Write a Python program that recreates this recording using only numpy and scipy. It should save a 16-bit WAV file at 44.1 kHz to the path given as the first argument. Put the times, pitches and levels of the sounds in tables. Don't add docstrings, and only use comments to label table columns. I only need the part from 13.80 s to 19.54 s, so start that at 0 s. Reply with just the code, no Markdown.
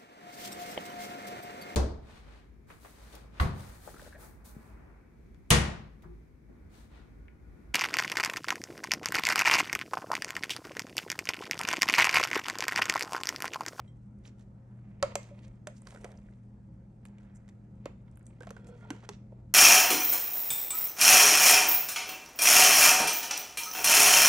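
import sys
import numpy as np
from scipy import signal
from scipy.fft import rfft, irfft, next_fast_len
from scipy.io import wavfile
from scipy.ndimage import uniform_filter1d, map_coordinates

SR = 44100
rng = np.random.default_rng(int(sys.argv[2]) if len(sys.argv) > 2 else 0)


def wav_out(sig):
    wavfile.write(sys.argv[1], SR, np.round(np.clip(np.atleast_2d(sig).T, -1, 1) * 32767).astype(np.int16))


def undo_db(level):
    steps = np.asarray(level, float) / 20
    return 10 ** steps


N = 253114

# (start [s], snap peak [dB], ring pitch [Hz], ring over the snap before a common lift [dB],
# time until the ring is smothered [ms])
POPS = [(1.2261, -14, 564.6, -5.5, 19.4), (1.2268, -38.5, 1085, 16.5, 6.5), (1.2265, -37.5, 724, 9, 9),
        (1.228, -58, 2186, 3.5, 86), (1.3542, -63, 2120, 10, 84), (1.354, -16, 570, -17.5, 33),
        (1.36, -60, 572, 17, 40), (1.51, -59.5, 571, 11.5, 31), (1.8707, -20.5, 602, -18.5, 19),
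        (2.07, -36, 1040, -9, 3), (2.1462, -40, 545, -0.5, 5.6), (2.2428, -37, 510, 3.5, 5),
        (2.243, -55, 896, 20.5, 3), (4.056, -29, 500, 1.5, 6), (4.058, -48.5, 326, 21.5, 3.8),
        (4.605, -41, 499, -2.5, 12), (4.6062, -48.5, 1550, 4.5, 9), (4.631, -38, 1550, 0, 3.1),
        (4.6696, -34.5, 698, 0.5, 4.9), (4.705, -34, 527, -3, 8.2), (4.765, -43.5, 1480, 6.5, 4.1),
        (5.0484, -54, 890, 8, 5.6), (5.1036, -30.5, 287, 2.5, 11.7), (5.104, -57, 1550, 20.5, 5.5),
        (5.2899, -25, 401, -19, 30), (5.295, -43.5, 940, 1.5, 4.2)]
# (pitch [Hz], relative level [dB], t60 [s])
OVERTONES = [(129, -8, 0.05), (720, -2, 0.033), (1085, 3, .022), (1300, 0.5, 0.029)]
# (time [s], peak [dB], centre [Hz], narrowness [dB per squared octave])
TICKS = [(0.4529, -46.5, 2980, 29), (0.475, -46, 5000, 27), (0.595, -54, 4530, 1.1), (1.227, -16, 4440, 15),
         (1.229, -36, 6000, 8), (1.3548, -26, 6760, 19), (1.431, -43, 6150, 8.5), (1.5911, -48.5, 3300, 7),
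         (1.6815, -51.5, 6960, 20), (2.0194, -44.5, 9150, 68), (2.0215, -52.5, 1300, 4.7),
         (2.0712, -32.5, 5000, 2.7), (2.068, -49, 1560, 13), (2.087, -47, 4800, 1.5),
         (2.088, -56, 2000, 30), (2.107, -38, 4000, 0.33), (2.12, -47, 2100, 1.1), (2.126, -41.5, 1100, 8),
         (2.135, -49, 700, 6.7), (2.1435, -54, 1890, 8), (2.16, -41, 1100, 4.9), (2.173, -48, 1460, 89),
         (2.174, -54, 5600, 9.6), (2.148, -55, 2000, 2.5), (2.21, -71, 2700, 8), (2.228, -56, 2200, 5.5),
         (2.236, -52, 1600, 6.4), (2.2448, -34, 1500, 0.54), (2.247, -44, 1200, 1.5),
         (2.2535, -36, 780, 9.7), (2.264, -44, 750, 9), (2.277, -61, 1300, 9.2), (2.292, -49, 1350, 23),
         (2.309, -49, 1790, 5.3), (2.326, -51.5, 1300, 8.2), (2.341, -55, 2000, 7.8),
         (2.318, -45, 2510, 0.71), (2.3745, -51, 5560, 31), (2.487, -52, 1710, 44),
         (2.5367, -59, 2570, 1.9), (3.2535, -41, 1740, 4), (3.2535, -41.5, 10100, 46),
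         (3.271, -56, 8750, 16), (3.262, -50, 6020, 0.92), (3.285, -54, 7000, 2), (3.384, -54, 2730, 44),
         (3.384, -57.5, 6400, 35), (3.68, -47, 4220, 0.72), (3.689, -46.5, 3540, 1.2),
         (4.3135, -58, 8000, 25), (4.357, -54, 8700, 70), (4.3725, -49, 10600, 76), (4.373, -50.5, 1700, 9),
         (4.394, -56.5, 9600, 35), (4.41, -55.5, 1950, 43), (4.4288, -58, 8450, 65), (4.457, -55, 9000, 11),
         (4.4663, -44, 8400, 62), (4.467, -51, 2500, 1.3), (4.623, -43, 2500, 0.67),
         (4.645, -53, 1500, 5.5), (4.692, -42, 2200, 1.8), (4.78, -53, 1800, 3.3), (4.845, -54, 4550, 3),
         (4.87, -46, 6400, 3.5), (5.01, -51, 1400, 13), (5.032, -50, 1400, 19), (5.1045, -22, 3200, 1.14),
         (5.2043, -54, 3500, 3.5), (5.232, -46, 950, 13), (5.247, -42, 1600, 14), (5.5228, -47, 560, 12),
         (5.528, -44, 500, 12)]
# (frequency [Hz], relative density [dB per Hz])
PLASTIC_COLOUR = [(150, -38.5), (400, 2.5), (1200, -9), (1600, -9), (2000, -11), (2800, -14), (4000, -17.5),
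                  (5200, -19), (6600, -15), (8200, -17), (10400, -27), (11800, -31.5), (12600, -37),
                  (16000, -71)]
# (centre [Hz], width per pass [Hz], relative level [dB])
WALL = [(571, 340, -0.5), (890, 200, -5.5), (1320, 200, -8), (1950, 1100, -10), (2335, 74, -15.5),
        (3100, 130, -18)]
# (time [s], level [dB], share of the neck [0-1])
SLIDE = [(4.72, -60, .1), (4.78, -63, 0.15), (4.83, -60.5, 0.17), (4.87, -57.5, 0.05), (4.95, -54, 0),
         (4.99, -62, 0.3), (5.03, -60.5, 0.81), (5.1, -55, 0.9), (5.2, -70, 0.8), (5.35, -69.5, 0.6)]
# (centre [Hz], width per pass [Hz], relative level [dB])
BELLY = [(478, 40, 7), (590, 41, -6.5), (700, 100, -8), (930, 60, -14.5), (1369, 50, -9.5),
         (1500, 80, -12.5), (2200, 1200, -29), (3300, 150, -20), (4270, 110, -25), (5310, 230, -32)]
# (centre [Hz], width per pass [Hz], relative level [dB])
NECK = [(432, 40, 7.5), (935, 70, -4), (1400, 45, 4), (1400, 68, -2.5), (1550, 90, -10), (1950, 300, -10),
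        (2446, 280, -16.5), (3300, 180, -19), (4170, 130, -20.5)]
# (time [s], rub level [dB])
GRIP = [(0.0, -64), (0.21, -85), (0.86, -80.5), (1.18, -75), (1.28, -53.5), (1.39, -60.5), (1.53, -62.5),
        (1.69, -69.5), (1.92, -86), (2.09, -61), (2.22, -64.5), (2.54, -75.5), (3.16, -83), (3.49, -71),
        (3.74, -82), (4.65, -71.5), (5.12, -62.5), (5.21, -67), (5.48, -76), (5.74, -81)]
# (time of the crest [s], level [dB], fade [dB per s])
SLIPS = [(0.0, -85, 81), (1.39, -75, 59), (1.968, -73, 85), (2.091, -62.5, 56), (4.652, -74.5, 29)]
# (frequency [Hz], relative density [dB per Hz])
SKIN_COLOUR = [(1180, -28.5), (2000, -4.5), (2260, -10.5), (3930, -19.5), (8550, -6.5), (11700, -24.5),
               (12600, -54.5), (16300, -74), (22000, -120)]
# (middle [s], rms before the swell [dB], length [ms],
# centre [Hz], narrowness [dB per squared octave])
BRUSHES = [(0.471, -59, 63, 3820, 0.8), (0.607, -65.5, 57, 6000, 0.42), (0.92, -90, 210, 1830, 33),
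           (1.0, -72, 760, 940, 4.4), (1.11, -76, 320, 2200, 76), (1.46, -67.5, 130, 3940, 1.5),
           (1.645, -62.5, 46, 3220, 3.9), (1.97, -66, 34, 6040, 10), (2.3, -56, 190, 590, 14),
           (3.427, -73, 75, 7000, 0.43), (3.425, -71.5, 110, 1500, 5), (3.5, -75, 880, 1660, 19),
           (3.563, -65.5, 34, 8030, 32), (3.694, -61, 12, 5000, 0.48), (4.084, -73, 160, 2270, 11),
           (4.484, -74, 77, 8900, 73), (4.884, -66, 45, 8600, 22), (4.999, -75.5, 130, 7100, 5.5),
           (5.16, -63.5, 200, 1700, 1.2), (5.236, -54, 27, 1500, 1.24), (5.25, -53.5, 19, 1300, 1.3),
           (5.34, -62.5, 38, 3900, 7.3)]
# (pitch [Hz], relative level [dB], t60 [s])
SPOON_MODES = [(2040, -13, 0.18), (3200, -6, 0.14), (3900, -9.5, 0.037), (5640, -19.5, 0.096),
               (7000, -17, 0.092), (8000, -18, 0.17)]
# (time [s], level [dB])
CLINK = (.077, -57)
# (frequency [Hz], left over right [dB], left lag [radians])
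SHADE = [(120, -1.5, .02), (300, -0.5, 0.2), (390, -2.5, 0.24), (460, -6.5, 0.6), (545, -1.5, 0.3),
         (750, -1, 0.4), (1093, -2, 1), (1500, -5.5, 1.2), (2830, -3.5, 1.5), (5000, -7, 0.4),
         (8000, -2, 1.9), (11650, 0.3, 0.72)]
# (frequency [Hz], relative level [dB])
ROOM_COLOUR = [(300, 5), (570, -0.5), (1200, 1), (1600, -0.5), (2100, 2), (4500, -1), (10000, -4)]
# (frequency [Hz], t60 [s])
KITCHEN_DECAY = [(250, 0.25), (560, 0.2), (1000, 0.3), (4000, 0.34), (6500, 0.34), (10000, 0.2)]
# (pitch [Hz], nominal rms [dB])
MOTOR = (117.8, -51)
# (centre [Hz], width per pass [Hz], rms [dB])
HUM = [(51.87, 21, -59.5), (119, 12, -63.5), (155.9, 2.8, -62.5), (200.1, 9.7, -54.5), (237, 16, -65.5),
       (299.5, 22, -73.5), (532.4, 14, -73)]
# (frequency [Hz], relative density [dB per Hz])
AIR_COLOUR = [(13, -54.5), (22, -19), (69, -5), (105, -7), (157, -12), (205, -3.5), (253, -21), (313, -18),
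              (533, -27.5), (906, -31), (1090, -38.5), (1280, -35), (3070, -57), (7190, -57.5),
              (12600, -68.5), (16300, -104), (22000, -120)]
# (frequency [Hz], left-right correlation [-1 to 1])
ALIKE = [(60, 0.997), (200, .98), (320, .92), (500, 0.45), (1100, 0.05), (1600, 0.05), (2300, .5),
         (4190, 0.42), (12100, 0.4)]
# (frequency [Hz], gain [dB])
TREBLE_COLOUR = [(9600, -2.5), (9900, -12.5), (10900, -14.5), (11200, 2.5), (11900, -4), (12300, -20)]


def unit(x):
    return x / np.sqrt(np.mean(x ** 2) + 1e-20)


def along(points, hz):
    f, v = np.transpose(points)
    return np.interp(np.log(hz + 1), np.log(f + 1), v)


def wobble(rate):
    knots = rng.standard_normal(int(N * rate / SR) + 4)
    return map_coordinates(knots, [np.arange(N) * rate / SR])


def filtered(x, response):
    m = next_fast_len(x.shape[-1] + 8192)
    spectrum = rfft(x, m) * response(np.fft.rfftfreq(m, 1 / SR))
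    return irfft(spectrum, m)[..., :x.shape[-1]]


def peak(f, hz, width):
    return 1j * f * width / (hz * hz - f * f + 1j * f * width)


def through(x, resonances):
    return unit(filtered(x, lambda f: sum(undo_db(db) * peak(f, hz, w) ** 2 for hz, w, db in resonances)))


def around(hz, narrow):
    return lambda f: -narrow * np.log2(f / hz) ** 2


def tinted(burst, colour_db):
    return filtered(burst, lambda f: undo_db(along(PLASTIC_COLOUR, f) + colour_db(np.clip(f, 250, 12000))))


def add(track, s, sound):
    start = round(s * SR)
    track[start:start + len(sound)] += sound


def snap(colour_db, length_ms):
    ms = np.arange(SR // 10) / SR * 1000
    burst = undo_db(-60 * ms / max(length_ms, 3)) * rng.standard_normal(len(ms))
    burst[8] = -undo_db(12.5)
    burst = tinted(np.roll(burst, 40), colour_db)
    return burst / np.abs(burst).max()


def ring(hz, t60, rise_ms):
    t = np.arange(SR // 5) / SR
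    return undo_db(-60 * t / t60) * (1 - np.exp(-1000 * t / rise_ms)) * np.sin(2 * np.pi * hz * t)


def grip_db(t):
    return np.interp(t, *np.transpose(GRIP))


def pops():
    out, ms = np.zeros(N + SR), np.arange(SR // 5) / SR * 1000
    for s, db, hz, ring_db, ring_ms in POPS:
        bright = -0.12 + 0.045 * (db + 34.0)
        add(out, s, undo_db(db) * snap(lambda f: bright * np.log2(f / 4000), 18))

        hollow = ring(hz, 0.25, 4.1) * np.exp(-(ms / ring_ms) ** 3)
        add(out, s + 0.0016, undo_db(db + ring_db + 5.5) * hollow)

        slack_db = 7 * min(np.log2(hz / 560), 0)
        over_db = -7 + 0.78 * ring_db + slack_db + 0.17 * (db + 35.0)
        overtones = sum(undo_db(level + 2 * rng.standard_normal()) * ring(f, t60, 0.87)
                        for f, level, t60 in OVERTONES)
        add(out, s + 0.00083, undo_db(db + over_db) * overtones)

        shudder = through(rng.standard_normal(len(ms)), WALL) * undo_db(-60 * ms / 70)
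        add(out, s + 0.001045, undo_db(db + (ring_db + over_db) / 2 - 10.0) * shudder)
    return out[:N]


def ticks():
    out, count = np.zeros(N + SR), 40
    when = rng.random(count) * N / SR
    size, pitch = rng.standard_normal((2, count))
    small_db = grip_db(when) + 2.5 + 2.5 * size
    small_hz = 2500 * np.exp(0.4 * pitch)
    small = zip(when + 0.002, small_db, small_hz, np.full(count, 2.5))
    for s, db, hz, narrow in [*TICKS, *small]:
        length_ms = 17 * (4000 / hz) ** 0.2
        add(out, s - 0.001, undo_db(db) * snap(around(hz, narrow), length_ms))
    return out[:N]


def slide():
    jerks_per_s, scatter_db, drag_db = 270, 3.5, -3.5
    s, db, neck_share = np.transpose(SLIDE)
    t = np.arange(N) / SR
    share = np.clip(np.interp(t, s, neck_share), 0, 1)
    chance, size = rng.random(N), rng.standard_normal(N)
    jerks = unit((chance < jerks_per_s / SR) * undo_db(scatter_db * size))
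    rub = jerks + undo_db(drag_db) * rng.standard_normal(N)
    sung = np.sqrt(1 - share) * through(rub, BELLY) + np.sqrt(share) * through(rub, NECK)
    return undo_db(np.interp(t, s, db, -120, -120)) * sung


def fingers():
    rise_db_per_s, rest_db, lift_s = 399, -91, 4.8
    t = np.arange(N) / SR
    slips = sum(undo_db(db - np.maximum(rise_db_per_s * (s - t), fade * (t - s))) for s, db, fade in SLIPS)
    lifted = undo_db(-rise_db_per_s * np.maximum(t - lift_s, 0))
    skin_level = undo_db(rest_db) + slips * lifted

    clumps_db = 2.5 * wobble(60)
    grains = rng.standard_normal(N) * undo_db(4.5 * wobble(400) + clumps_db)
    skin = unit(filtered(grains, lambda f: undo_db(along(SKIN_COLOUR, f))))
    wall = through(rng.standard_normal(N) * undo_db(clumps_db + 4 * wobble(150)), WALL)
    return skin_level * skin + undo_db(grip_db(t)) * wall


def brushes():
    margin = SR // 4
    out, grain = np.zeros(N + 2 * SR), undo_db(3.4 * wobble(270))
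    t = np.arange(-margin, margin) / SR
    for s, db, length_ms, hz, narrow in BRUSHES:
        puff = unit(tinted(rng.standard_normal(len(t)) * np.roll(grain, -round(s * SR))[:len(t)],
                           around(hz, narrow)))
        rise = np.where(t < 0, 0.99, 1)
        swell = np.exp(-(t * 2500 / length_ms / rise) ** 2)
        add(out, s, undo_db(db) * puff * swell)
    return out[margin:][:N]


def spoon():
    out = np.zeros(N)
    s, level_db = CLINK
    add(out, s, undo_db(level_db) * sum(undo_db(db) * ring(hz, t60, 0.6) for hz, db, t60 in SPOON_MODES))
    return out


def ports(x):
    hz, db, lag = np.transpose(SHADE)

    def half(f):
        level = undo_db(along(list(zip(hz, db)), f) / 2)
        return level * np.exp(-0.5j * along(list(zip(hz, lag)), f))

    return filtered(x, lambda f: np.array([half(f), 1 / half(f)]))


def room(x):
    alike_hz = 380
    delayed = np.pad(x, (440, 0))[:N]
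    hz, t, z = signal.stft(delayed, SR, nperseg=512)
    fade = undo_db(-120 * t[:85] / along(KITCHEN_DECAY, hz)[:, None])
    fade = fade / fade.sum(1, keepdims=True)
    energy = signal.fftconvolve(np.abs(z) ** 2, fade, axes=1)[:, :len(t)]
    chance = signal.stft(rng.standard_normal((2, N)), nperseg=512)[2]
    diffuse = chance / np.std(chance) * np.sqrt(np.abs(energy) / 2)
    mid, side = signal.istft(diffuse, nperseg=512)[1][:, :N]
    side = filtered(side, lambda f: f ** 4 / (f ** 4 + alike_hz ** 4))
    return np.array([mid + side, mid - side])


def motor():
    hz, db = MOTOR
    phase = 2 * np.pi * np.cumsum(hz + 1.2 * wobble(4.5)) / SR
    waver_db = 1.8 * wobble(3)
    return np.sqrt(2) * undo_db(db + waver_db) * np.sin(phase)


def patchy(x):
    z = signal.stft(x, nperseg=512)[2]
    field = uniform_filter1d(rng.standard_normal(z.shape[1:]), size=4, axis=0)
    field = uniform_filter1d(field, size=16, axis=1)
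    return signal.istft(z * undo_db(1.8 * unit(field)), nperseg=512)[1][:, :N]


def hum():
    def mid_side(shape):
        def response(f):
            angle = np.arccos(np.clip(along(ALIKE, f), -1, 0.999)) / 2
            return shape(f) * np.array([np.cos(angle), np.sin(angle)])
        return filtered(rng.standard_normal((2, N)), response)

    def left_right(ms):
        return unit(np.array([ms[0] + ms[1], ms[0] - ms[1]]))

    air = left_right(patchy(mid_side(lambda f: undo_db(along(AIR_COLOUR, f)))))
    bands = sum(undo_db(db) * left_right(mid_side(lambda f: peak(f, hz, width) ** 2)) for hz, width, db in HUM)
    return undo_db(-53) * air + bands


def scene():
    near = pops() + ticks() + brushes() + fingers() + slide() + spoon()
    returned = room(filtered(near, lambda f: undo_db(along(ROOM_COLOUR, f))))
    return ports(near) + undo_db([[-13], [-11]]) * returned + hum() + undo_db([[0.6], [-0.6]]) * motor()


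def low_pass(x):
    return signal.sosfilt(signal.butter(12, 12710, fs=SR, output="sos"), x)


def record(dry):
    mix = filtered(dry, lambda f: undo_db(along(TREBLE_COLOUR, f)))
    return low_pass(mix)


dry = scene()
out = record(dry)
wav_out(out)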